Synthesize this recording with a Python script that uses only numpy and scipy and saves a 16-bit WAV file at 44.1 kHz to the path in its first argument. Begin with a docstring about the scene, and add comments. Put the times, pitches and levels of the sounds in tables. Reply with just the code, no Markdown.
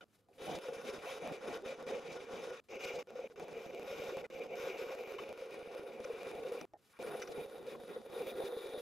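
"""A knock and a brief touch of the blade over a faint workshop, then the busy rasp of a fret saw.
A thin blade cuts a hand-held aluminium strip, sped up: short pieces of sound butted with hard cuts.
Tooth clicks ring the boom of strip and support near 500 Hz, chip clicks ring the strip's higher modes.
Snags are single boom pulses, squeaks are rising rough tones; noise bursts ring the frame and handle as
knocks, and shaped steady noise is the quiet workshop in the pauses."""
import sys
import numpy as np
from scipy import signal
from scipy.fft import rfft, irfft, next_fast_len
from scipy.io import wavfile
from scipy.ndimage import uniform_filter1d

SR = 44100
rng = np.random.default_rng(int(sys.argv[2]) if len(sys.argv) > 2 else 0)


def field_ratio(decibels):
    """Amplitude ratio for a level in dB (20 dB per decade); scalars and array-likes work."""
    return 10 ** (np.asarray(decibels, dtype=float) / 20)


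def master(y):
    """Save y as 16-bit WAV."""
    cut = np.clip(np.atleast_2d(y).T, -1, 1)
    pcm = np.round(cut * 32767)  # scale
    wavfile.write(sys.argv[1], SR, pcm.astype(np.int16))


N = 388499  # length in samples

# workshop noise spectrum: pitch_hz, relative density_db (dB per Hz)
SHOP_SPECTRUM = [(18, -46), (30, -14), (100, 0.5), (140, -4.5), (234, -1.5), (698, -13.5), (794, -20),
                 (1270, -14), (1780, -25), (15000, -36)]
# stereo width: pitch_hz, side_minus_mid_db
SIDE_SPECTRUM = [(60, -5), (110, -10), (200, -7), (380, -10.5), (700, -13), (1290, -6.5), (2380, -8.5),
                 (4400, -10.5), (8120, -8), (15000, -3.5)]
# stereo lean: pitch_hz, left_minus_right_db
LEFT_SPECTRUM = [(500, -1), (1300, 0.8), (2400, 2.5), (8000, .4)]
# modes of the saw frame: pitch_hz, width_hz, relative level_db
FRAME_MODES = [(1220, 100, 14.5), (1453, 140, 17), (2010, 55, 12.5), (2400, 300, 10), (3000, 60, 5.5),
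               (3590, 89, 4), (4600, 160, 1), (4950, 92, 6), (5390, 100, 2), (5480, 220, 9.5),
               (5950, 120, 10), (6480, 160, -3)]
# frame knocks: start_s, level_db (rms before stereo), lasts_s, t60_s of the blow,
# struck_hz (mode struck hardest), fall_db (per octave, for the other modes)
FRAME_KNOCKS = [(.008, -62.5, 0.029, 0.14, 1440, 15), (.01, -66.5, 0.03, 0.11, 3100, 38),
                (.331, -74, .012, 0.16, 2400, 25), (4.242, -54.5, 0.02, 0.4, 2060, 24),
                (5.008, -66, 0.016, 0.12, 3270, 28), (5.184, -52, 0.02, 0.3, 2900, 25),
                (6.043, -50, 0.0085, .2, 5000, 1), (6.574, -62, 0.0045, .05, 3500, 13),
                (6.612, -49, 0.0037, .03, 5800, 3), (6.7358, -67, .002, 0.018, 3000, 0),
                (6.871, -86, 0.021, 0.3, 3000, 40), (7.219, -45.5, 0.005, 0.05, 3000, 3),
                (7.224, -50, 0.022, 0.056, 3000, 4), (7.274, -55, 0.012, 0.059, 3980, 2)]
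# saw strokes, each from the turn of the hand to the next row: start_s, boom_db, rasp_db,
# turn_dip_db (positive: quieter at the turn, negative: louder)
SAW_STROKES = [(0.381, -43.5, -51, 7.5), (0.5879, -49, -53.5, 3.5), (0.683, -47.5, -54.5, 2.5),
               (0.8153, -45.5, -52, 4.5), (0.984, -45, -48.5, 9), (1.185, -43.5, -51.5, 5),
               (1.369, -46, -51.5, 7.5), (1.5746, -53, -62.5, -4.5), (1.623, -45.5, -52.5, 3),
               (1.7446, -49.5, -56, 3.5), (1.8266, -41, -51.5, 7.5), (1.998, -47, -53.5, 5.5),
               (2.249, -46.5, -53.5, 6.5), (2.421, -45, -54.5, 0), (2.5515, -56.5, -60, -2.5),
               (2.686, -45.5, -52, 7), (2.757, -44.5, -47.5, 4), (2.898, -45.5, -53, -2),
               (3.072, -55.5, -63.5, -0.5), (3.1054, -56, -68.5, -3), (3.155, -47.5, -51.5, 5),
               (3.2026, -48, -59, 1), (3.359, -49, -59, 2), (3.443, -48, -57, 3.5), (3.709, -45.5, -57, 3),
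               (3.831, -46, -53, 2.5), (3.9618, -44.5, -50.5, 2), (4.1217, -42.5, -52.5, 2),
               (4.2176, -48, -62, 2), (4.232, -47.5, -65, 1.5), (4.301, -47.5, -55, 2.5),
               (4.3963, -46.5, -56.5, -3.5), (4.469, -44, -53, 7.5), (4.6, -44, -50.5, 0.5),
               (4.732, -44.5, -51.5, 2), (4.8678, -45, -51.5, 0.5), (4.9518, -48, -56, 2),
               (5.0375, -46.5, -55.5, 0.5), (5.1565, -49.5, -57, 0), (5.2034, -38.5, -47.5, 7.5),
               (5.2431, -47, -57, 2), (5.3282, -49, -57.5, 4.5), (5.4596, -47.5, -57, 2.5),
               (5.6754, -47, -57.5, 4), (5.796, -47, -59, 0), (5.879, -49, -59.5, 0.5),
               (6.05, -48.5, -56.5, 0.5), (6.183, -45.5, -54.5, 0), (6.315, -45, -57.5, 1),
               (6.4838, -46.5, -56, 1), (6.6148, -47, -57.5, 2), (6.99, -44.5, -52.5, 1.5),
               (7.097, -42.5, -52, 3), (7.1609, -47, -58, -0.5), (7.2446, -44.5, -56, 3.5),
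               (7.462, -49, -62, 3), (7.6294, -48.5, -57.5, 5.5), (7.7609, -50.5, -63.5, 3.5),
               (7.8806, -49, -57, 0), (7.9778, -50.5, -64.5, 1.5), (8.101, -44, -54, 5),
               (8.2214, -43, -53, 2), (8.3176, -41.5, -53, 5), (8.486, -42, -55.5, 2),
               (8.5678, -48, -55, 1.5), (8.656, -46, -57.5, -1.5), (8.738, -45.5, -55, -0.5)]
# pauses and light touches, each until the next row: start_s, boom_db, rasp_db,
# change_db (positive: the rasp climbs to its level, negative: it sinks to it)
SAW_PAUSES = [(0, -82, -99, -14), (0.01, -60.5, -70, -3), (0.042, -86, -75, 15), (.1761, -82, -96.5, -16),
              (0.285, -68, -74, 9), (1.608, -57, -76, -11), (2.601, -98, -81, 24), (3.0281, -75, -84, 1),
              (3.2752, -68, -74, 4), (3.3, -55.5, -63, 3), (3.326, -63.5, -74, 5), (4.266, -90, -108, -2),
              (6.653, -91, -96, -2), (6.7735, -80, -67, 13), (6.9674, -82, -63.5, 1.5)]
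# how the work is held: start_s, turn of the blade in the cut (0-1), grip on the strip (0-1),
# freedom of the strip's tip (0-1)
HOLD_CURVE = [(0, 0, 0.1, 0.97), (1.5, 0, 0.06, 0.38), (2.6, 0, 0, 0.56), (2.75, 1, 0.04, 0.54),
              (3.4, 0.3, 0, 0.52), (4.0, 0.8, 0.13, 0.57), (4.9, 0.78, 0.12, 0.3), (5.6, 0.2, 0.12, 0.2),
              (6.6, 0.26, 0.3, 0.34), (7.0, 0.07, 0.18, 0.4), (7.5, 0.13, 0.42, 0.56), (8.0, 0, 0.53, 0.82),
              (8.2, 0.24, 0.68, 0.4), (8.81, 0.04, 0.98, 0.3)]
# what the hold does to the support (first row), then to each ring group in order:
# rest_db, full_turn_db, full_grip_db, free_tip_db
HOLD_LEVELS = [(-0.5, -2, -4, 3), (-1.5, 0, -1.5, -2.5), (-2, 7.5, -8.5, -4), (-2, -2, 8, 4.5),
               (1, 4.5, -39, 8), (-4.5, -15, 10, -4.5), (-4.5, 6.5, 12, -0.5), (-20.5, 4, 28.5, -3.5),
               (-13.5, -4, -14, 17.5)]
# slow drift of the outer bands: start_s, treble_db (rings over 8 kHz), bass_db (support under 350 Hz, rumble)
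BAND_DRIFT = [(.4, 5, 4.5), (1.1, 0.5, -3), (1.8, -6, 3.5), (2.7, -1, 0.5), (3.6, 3.5, 3.5), (4.3, 1, 2.5),
              (5.0, 3.5, -5.5), (5.6, 1, 1), (6.3, 1.5, 0), (7.0, 6, 1.5), (7.8, 4, 8), (8.3, 2, -0.5),
              (8.81, -2.5, -7)]
# centre of the favoured boom modes, before its swing and scatter: start_s, pitch_hz
BOOM_CENTRE = [(0, 498), (1.5, 514), (2.4, 480), (3.3, 495), (4.2, 501), (4.7, 488), (5.4, 490), (5.9, 470),
               (6.6, 471), (7.2, 445), (7.8, 497), (8.5, 448), (8.81, 489.8)]
# boom modes of strip and support, each resonator run twice: pitch_hz, width_hz, relative level_db (per run)
BOOM_MODES = [(413, 75, 2.5), (471.2, 106, 4), (525, 20, 4.5), (594, 54, -0.5)]
# low and high modes of the support, two groups: pitch_hz, width_hz, relative level_db
SUPPORT_MODES = [
    [(149.8, 17, -14), (226.5, 27, -11.5), (348, 19.3, -7.5)],
    [(679.4, 33.6, -2), (800, 214, -16)],
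]
# ring groups of strip and support: pitch_hz, width_hz, relative level_db
RING_GROUPS = [
    [(1048, 267, 10), (1133, 19, 16), (1218, 152, 2), (1440, 67, 14), (1594, 52, 8.5), (1934, 173, 8.5)],
    [(2225, 250, 10.5), (2429, 129, 15), (2663, 24, 14), (2834, 48, 11.5), (3105, 140, -1.5)],
    [(3380, 98, -3), (3726, 84, 0.5), (4570, 470, -18)],
    [(4880, 100, -11.5), (5440, 120, -6.5), (5800, 300, -15), (6026, 110, -5), (6440, 250, -11),
     (6920, 400, -19.5)],
    [(8560, 150, -29), (9610, 340, -2.5), (9990, 93, -5.5), (10080, 370, -5.5), (10820, 1440, -13.5)],
    [(12180, 1170, -19), (13300, 820, -13), (14100, 1300, -17)],
    [(3480, 300, -6.5), (3610, 280, 2.5)],
    [(2945, 360, 5), (3500, 650, -1)],
]
# dark valley in the treble: start_s, pitch_hz, depth (0-1)
TREBLE_VALLEY = [(4.7, 8970, 0.15), (5.0, 8650, 0.6), (5.4, 7500, 0.5), (5.75, 7150, .7), (6.0, 7000, 0.04)]
# modes of the wooden handle: pitch_hz, width_hz, relative level_db
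HANDLE_MODES = [(348, 120, -7), (657, 54, 4.5), (805, 44, 3.5), (1054, 34, -16), (1270, 45, -17),
                (1810, 90, -14)]
# handle knocks: start_s, level_db (rms before stereo), lasts_s, t60_s, struck_hz, fall_db (per octave)
HANDLE_KNOCKS = [(0.287, -70, 0.04, 0.082, 400, 3.8), (6.7355, -58.5, 0.038, 0.14, 800, .3)]
# snags of the blade: start_s, peak_db (before stereo), pitch_hz
BLADE_SNAGS = [(.447, -44, 440), (0.493, -42, 472), (.655, -36.5, 522), (.686, -36.5, 495),
               (.723, -39.5, 457), (0.889, -37.5, 430), (1.22, -39, 510), (1.482, -36.5, 390),
               (1.529, -37.5, 458), (1.692, -39.5, 524), (1.724, -42.5, 562), (1.876, -42, 540),
               (1.979, -39.5, 527), (2.771, -40.5, 534), (2.962, -35, 496), (3.157, -38, 502),
               (3.192, -35.5, 508), (3.243, -37, 542), (3.418, -38, 454), (3.568, -35, 475),
               (3.876, -40, 540), (3.926, -35.5, 540), (4.02, -37.5, 556), (4.146, -37, 525),
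               (4.397, -38.5, 516), (4.517, -42.5, 463), (4.671, -33.5, 512), (4.791, -36, 455),
               (5.008, -35, 476), (5.422, -39, 516), (5.759, -40.5, 505), (5.995, -40.5, 487),
               (6.053, -36, 504), (6.102, -34, 462), (6.148, -40, 460), (6.373, -41.5, 508),
               (6.45, -34.5, 493), (6.517, -34.5, 486), (6.571, -40.5, 457), (6.998, -42, 525),
               (7.048, -36, 480), (7.149, -36.5, 506), (7.375, -43, 477), (7.67, -39, 503),
               (7.722, -48, 543), (7.962, -38, 503), (8.164, -38, 452), (8.207, -32, 480),
               (8.311, -42, 498), (8.392, -33.5, 472), (8.466, -44, 462), (8.57, -34, 460),
               (8.641, -35.5, 465), (8.744, -36, 522)]
# squeaks of the blade: start_s, lasts_s, level_db (rms before stereo), from_hz, to_hz
BLADE_SQUEAKS = [(5.185, 0.0206, -49, 988, 1340), (7.749, 0.013, -54, 1050, 1100)]


def unit(x):
    """Scale to rms 1."""
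    return x / np.sqrt(np.mean(x ** 2))


def on_log(hz, table):
    """Read a pitch_hz, value table on a log-frequency axis."""
    f, v = np.transpose(table)
    return np.interp(np.log(np.maximum(hz, 1)), np.log(np.maximum(f, 1)), v)


def over_time(table):
    """Draw the columns of a start_s table as straight lines over every sample."""
    s, *columns = np.transpose(table)
    return [np.interp(np.arange(N) / SR, s, c) for c in columns]


def ring(x, modes):
    """Two-pole resonators side by side, neighbours in opposite phase."""
    out = 0
    for k, (hz, width_hz, db) in enumerate(modes):
        b, a = signal.iirpeak(hz, hz / width_hz, fs=SR)
        out = out + (-1) ** k * field_ratio(db) * signal.lfilter(b, a, x)
    return out


def band(x, lo_hz, hi_hz):
    """Butterworth band-pass."""
    return signal.sosfilt(signal.butter(2, [lo_hz, hi_hz], "band", fs=SR, output="sos"), x)


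def stereo(pair):
    """Middle and side to left and right; part of the side is the middle, phase-shifted by a bench echo."""
    lag_share, echo_s = 0.61, 0.00055
    size = next_fast_len(N)
    hz = np.fft.rfftfreq(size, 1 / SR)
    mid = rfft(pair[0], size)
    own = np.sqrt(1 - lag_share) * rfft(pair[1], size)
    # a quarter turn of phase, now one way, now the other along the spectrum
    lagged = 1j * np.cos(2 * np.pi * hz * echo_s) * np.sqrt(2 * lag_share) * mid
    side = (own + lagged) * field_ratio(on_log(hz, SIDE_SPECTRUM))
    lean = field_ratio(on_log(hz, LEFT_SPECTRUM) / 2)
    return irfft(np.array([(mid + side) * lean, (mid - side) / lean]), size)[:, :N]


def shop():
    """Faint room noise, dull and steady: random noise shaped to a fixed spectrum."""
    level_db = -78  # rms
    hz = np.fft.rfftfreq(N, 1 / SR)
    noise = irfft(rfft(rng.standard_normal((2, N))) * field_ratio(on_log(hz, SHOP_SPECTRUM)), N)
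    return field_ratio(level_db) * unit(stereo(noise))


def knocks(rows, body):
    """A short rattle rings the body, modes far from the one struck hardest weaker; cuts bound each knock."""
    out = np.zeros((2, N))
    lead = int(.004 * SR)  # the body already rings this long when the knock cuts in
    for start_s, db, lasts_s, t60_s, struck_hz, fall_db in rows:
        count, i = int(lasts_s * SR), int(start_s * SR)
        fade = field_ratio(-60 * np.arange(count + lead) / SR / t60_s)
        blow = rng.standard_normal((2, count + lead)) * fade
        modes = [(hz, width, g - fall_db * abs(np.log2(hz / struck_hz))) for hz, width, g in body]
        out[:, i:i + count] += field_ratio(db) * unit(ring(blow, modes)[:, lead:])
    return stereo(out)


def frame_knocks():
    """The saw frame knocks: noise blows ring its modes."""
    return knocks(FRAME_KNOCKS, FRAME_MODES)


def clicks(per_s, spread_db):
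    """Two unrelated streams of uneven clicks: one for the middle, one for the sides."""
    hit = rng.random((2, N)) < per_s / SR
    size = field_ratio(spread_db * rng.exponential(size=(2, N))) * rng.standard_normal((2, N))
    return unit(hit * size)


def flutter(rate, depth_db):
    """Wavering hand pressure: random levels, rate per second, smoothed; depth is before smoothing."""
    k = int(SR / rate)
    steps = np.repeat(rng.standard_normal(N // k + 1), k)
    return field_ratio(depth_db * uniform_filter1d(steps, k)[:N])


def bench(x):
    """Close reflections smear clicks into short tails, uncoloured: a chain of all-pass echoes."""
    g = 0.45  # echo strength
    size = next_fast_len(N)
    hz = np.fft.rfftfreq(size, 1 / SR)
    spectrum = rfft(x, size)
    for echo_s in np.geomspace(.0011, .0083, num=5):
        z = np.exp(-2j * np.pi * hz * echo_s)
        spectrum = spectrum * (z - g) / (1 - g * z)
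    return irfft(spectrum, size)[:, :N]


def dense(x):
    """Many faint, closely packed modes of the strip give the treble a fine fixed ripple."""
    level_db, t60_s = -9, .05
    count = SR // 20
    tail = rng.standard_normal(count) * field_ratio(-60 * np.arange(count) / SR / t60_s)
    tail = signal.sosfilt(signal.butter(2, 2500, "high", fs=SR, output="sos"), tail)
    tail = tail / np.sqrt(np.sum(tail ** 2))
    return x + field_ratio(level_db) * signal.fftconvolve(x, tail[None])[:, :N]


def cuts():
    """Split every stroke and pause into near-equal pieces, each lifted from a far-off place in the sound.
    Gives piece and source of each sample; row, next row, number in the row and row count of each piece."""
    piece_s, block_s, block_start_s = .04266, .01206, .0094  # mean piece; grid of the cuts
    # the last column marks strokes with 1, pauses with 0
    rows = np.array(sorted([(*r, 1) for r in SAW_STROKES] + [(*r, 0) for r in SAW_PAUSES]))
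    s = np.append(rows[:, 0], N / SR)
    count = np.maximum(np.round(np.diff(s) / piece_s), 1).astype(int)
    row = np.repeat(np.arange(len(rows)), count)
    j = np.arange(len(row)) - np.searchsorted(row, row)
    even = s[row] + np.diff(s)[row] * j / count[row]
    # cuts inside a row fall on block edges
    on_block = np.round((even - block_start_s) / block_s) * block_s + block_start_s
    start = np.where(j > 0, on_block, even)
    piece = np.maximum(np.searchsorted(start * SR, np.arange(N), side="right") - 1, 0)
    source = (np.arange(N) + rng.integers(N, size=300)[piece]) % N
    after = rows[np.minimum(row + 1, len(rows) - 1)]
    return piece, source, rows[row], after, j, count[row]


def effort(row, after, j, count):
    """Boom and rasp dB of each piece: strokes change level around their turns; touches rise or sink evenly."""
    turn_sharp, turn_skew, boom_dip_share, waver_db = 4.8, 0.92, 0.89, 1.
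    _, boom_db, rasp_db, dip_db, stroke = row.T
    place = (j / count) ** turn_skew
    nearest_dip_db = np.where(place < .5, dip_db, after[:, 3] * after[:, 4])
    turn_db = nearest_dip_db * np.abs(np.cos(np.pi * place)) ** turn_sharp
    change_db = dip_db * (1 - j / np.maximum(count - 1, 1))
    waver = waver_db * rng.standard_normal((2, len(j))) * stroke
    boom_db = boom_db - boom_dip_share * stroke * turn_db + waver[0]
    return boom_db, rasp_db - np.where(stroke, turn_db, change_db) + waver[1]


def play(x, piece, db, stroke):
    """Give every piece its rms level; a piece of a stroke leans towards the levels of its neighbours."""
    glide_share = .9  # how far a piece follows the level curve of its stroke
    length = np.maximum(np.bincount(piece), 1)
    lean_db = np.interp(np.arange(N), np.cumsum(length) - length / 2, db) - db[piece]
    x = x * field_ratio(glide_share * np.clip(lean_db, -4, 4) * stroke[piece])
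    power = np.bincount(piece, np.mean(x ** 2, axis=0)) / length
    return x * (field_ratio(db) / np.sqrt(power + 1e-18))[piece]


def boom_of_strip(bites, source, centre_hz, support_db, bass_db, angle):
    """Soft tooth bites push the boom and support modes; the boom modes near centre_hz are favoured."""
    favour_hz, scatter_db, rumble_db = 57.4, 2.5, -31.5  # rumble before drift and scatter
    # the soft bite carries little treble
    push = band(bites, 72, 1220)
    boom = 0
    for mode in BOOM_MODES:
        favour = np.exp(-.5 * ((mode[0] - centre_hz) / favour_hz) ** 2)
        # ringing each mode twice makes its flanks fall steeply
        boom = boom + favour * ring(ring(push, [mode]), [mode])[:, source]
    for db, a, modes in zip((support_db + bass_db, support_db), angle[6:], SUPPORT_MODES):
        boom = boom + field_ratio(db + scatter_db * a) * ring(push, modes)[:, source]
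    rumble = unit(band(bites, 49, 183)[:, source])
    return unit(boom) + field_ratio(rumble_db + bass_db + scatter_db * angle[8]) * rumble


def seated(x, modes, seating):
    """The blade sits in the cut in one of two ways, with slightly other mode pitches and strengths."""
    detune, uneven_db = .008, 2.5  # spread of pitch (share) and level before centring
    chance = rng.standard_normal((2, len(modes), 2))
    chance = chance - chance.mean(axis=0)
    ways = []
    for way in chance:
        shifted = [(hz * (1 + detune * a), width, db + uneven_db * b)
                   for (hz, width, db), (a, b) in zip(modes, way)]
        ways.append(ring(x, shifted))
    return np.choose(seating, ways)


def valley(x):
    """A dark notch slides through the treble: fixed bands 500 Hz apart are taken out in turn."""
    hz, depth = over_time(TREBLE_VALLEY)
    taken = 0
    for f in np.arange(6500, 10000, 500):
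        share = np.maximum(1 - abs(hz - f) / 500, 0)
        taken = taken + share * ring(x, [(f, 1100, 0)])  # 1100 Hz wide
    return x - depth * taken


def rasp_of_chips(chips, source, ring_db, angle):
    """Fine chips ring the high modes of the strip and hiss as they leave the cut."""
    blend_s, scatter_db, hiss_db = .02, 1.68, -10.5  # blend: colour change over a cut
    seating = np.repeat(rng.integers(2, size=N // 3000 + 1), 3000)[:N]
    rasp = 0
    for db, a, modes in zip(ring_db, angle, RING_GROUPS):
        gain = field_ratio(uniform_filter1d(db + scatter_db * a, int(blend_s * SR)))
        rasp = rasp + gain * seated(chips, modes, seating)[:, source]
    # the hiss is taken a second away, so it is unrelated to the rings
    hiss = unit(band(chips, 1250, 5880)[:, source - SR])
    return valley(unit(rasp) + field_ratio(hiss_db) * hiss)


def saw():
    """Tooth bites drive the boom, fine chips drive the high rings; both are cut into pieces."""
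    teeth_per_s, chips_per_s = 1500, 7000  # mean click rates
    bright_db = 0.07  # dB per octave that the rasp tilts up for each dB of pressure
    swing_hz, swing_top, centre_scatter_hz = 22.7, 0.47, 32  # swing_top: place along the stroke, 0-1
    slide_below_db = -69
    piece, source, row, after, j, count = cuts()
    stroke = row[:, 4]
    boom_db, rasp_db = effort(row, after, j, count)

    turn, grip, free = over_time(HOLD_CURVE)
    support_db, *ring_db = [rest + turn_db * turn + grip_db * grip + free_db * free
                            for rest, turn_db, grip_db, free_db in HOLD_LEVELS]
    treble_db, bass_db = over_time(BAND_DRIFT)
    # harder pressure sounds brighter
    pressure_db = np.clip(rasp_db + 53.5, -12, 6)[piece]
    for k, modes in enumerate(RING_GROUPS):
        first_hz = modes[0][0]
        tilt_db = bright_db * np.log2(first_hz / 2500) * pressure_db
        ring_db[k] = ring_db[k] + treble_db * (first_hz > 8000) + tilt_db

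    # every piece catches the blade at another angle, so mode groups vary in strength
    angle = rng.standard_normal((300, 10))[piece].T
    # the boom swings along each stroke with the free length of blade
    swing = swing_hz * np.cos(2 * np.pi * (j / count - swing_top))[piece]
    centre_hz = over_time(BOOM_CENTRE)[0] + swing + centre_scatter_hz * angle[9]

    bites = bench(stereo(clicks(teeth_per_s, spread_db=2) * flutter(28, depth_db=3.5)))
    chips = dense(bench(stereo(clicks(chips_per_s, spread_db=3.5))))
    chips = chips * flutter(60, depth_db=2.0) + 0.38 * bites
    boom = boom_of_strip(bites, source, centre_hz, support_db, bass_db, angle)
    rasp = rasp_of_chips(chips, source, ring_db, angle)
    # with no pressure the blade only slides: plain hiss, no rings
    slide = unit(band(chips, 420, 4900)) + 0.66 * unit(band(chips, 3300, 12400))
    rasp = np.where(((rasp_db < slide_below_db) & (stroke == 0))[piece], slide, rasp)
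    return play(boom, piece, boom_db, stroke) + play(rasp, piece, rasp_db, stroke)


def handle_knocks():
    """The wooden handle knocks: noise blows ring its modes."""
    return knocks(HANDLE_KNOCKS, HANDLE_MODES)


def snags():
    """The blade snags: one hard push through two equal resonators gives a short boom that swells and fades."""
    width_hz, lead_s = 64.5, .0015  # width of each resonator; start ahead of the listed time
    out = np.zeros((2, N + SR))
    push = np.eye(1, SR // 10)[0]
    for start_s, peak_db, hz in BLADE_SNAGS:
        mode = [(hz, width_hz, 0)]
        boom = ring(ring(push, mode), mode)
        i = int((start_s - lead_s) * SR)
        out[:, i:i + len(boom)] += field_ratio(peak_db) * boom / np.max(np.abs(boom))
    return stereo(out[:, :N])


def squeaks():
    """Rough stick-slip tone that rises while the blade drags free."""
    partials_db, roughness = (7, -25), 0.56  # relative levels of fundamental and octave
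    out = np.zeros((2, N))
    for start_s, lasts_s, db, from_hz, to_hz in BLADE_SQUEAKS:
        place = np.linspace(0, 1, num=int(lasts_s * SR))
        phase = 2 * np.pi * np.cumsum(from_hz + (to_hz - from_hz) * place) / SR
        noise = unit(band(rng.standard_normal((2, SR // 10)), 60, 500))
        rough = 1 + roughness * noise[:, :len(place)]
        tone = sum(field_ratio(g) * np.sin((k + 1) * phase) for k, g in enumerate(partials_db))
        swell = np.sin(np.pi * place ** 0.5)
        i = int(start_s * SR)
        out[:, i:i + len(place)] += field_ratio(db) * unit(tone * rough * swell)
    return stereo(out)


def scene():
    """Room, frame, saw, handle, snags and squeaks together."""
    return shop() + frame_knocks() + saw() + handle_knocks() + snags() + squeaks()


def band_limit(x):
    """A steep low-pass at the top of the band."""
    return signal.sosfilt(signal.butter(12, 15830, fs=SR, output="sos"), x)


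def record(dry):
    """The microphone rolls off the top above 15.1 kHz."""
    mix = signal.sosfilt(signal.butter(6, 15100, fs=SR, output="sos"), dry)
    return band_limit(mix)


dry = scene()
out = record(dry)
master(out)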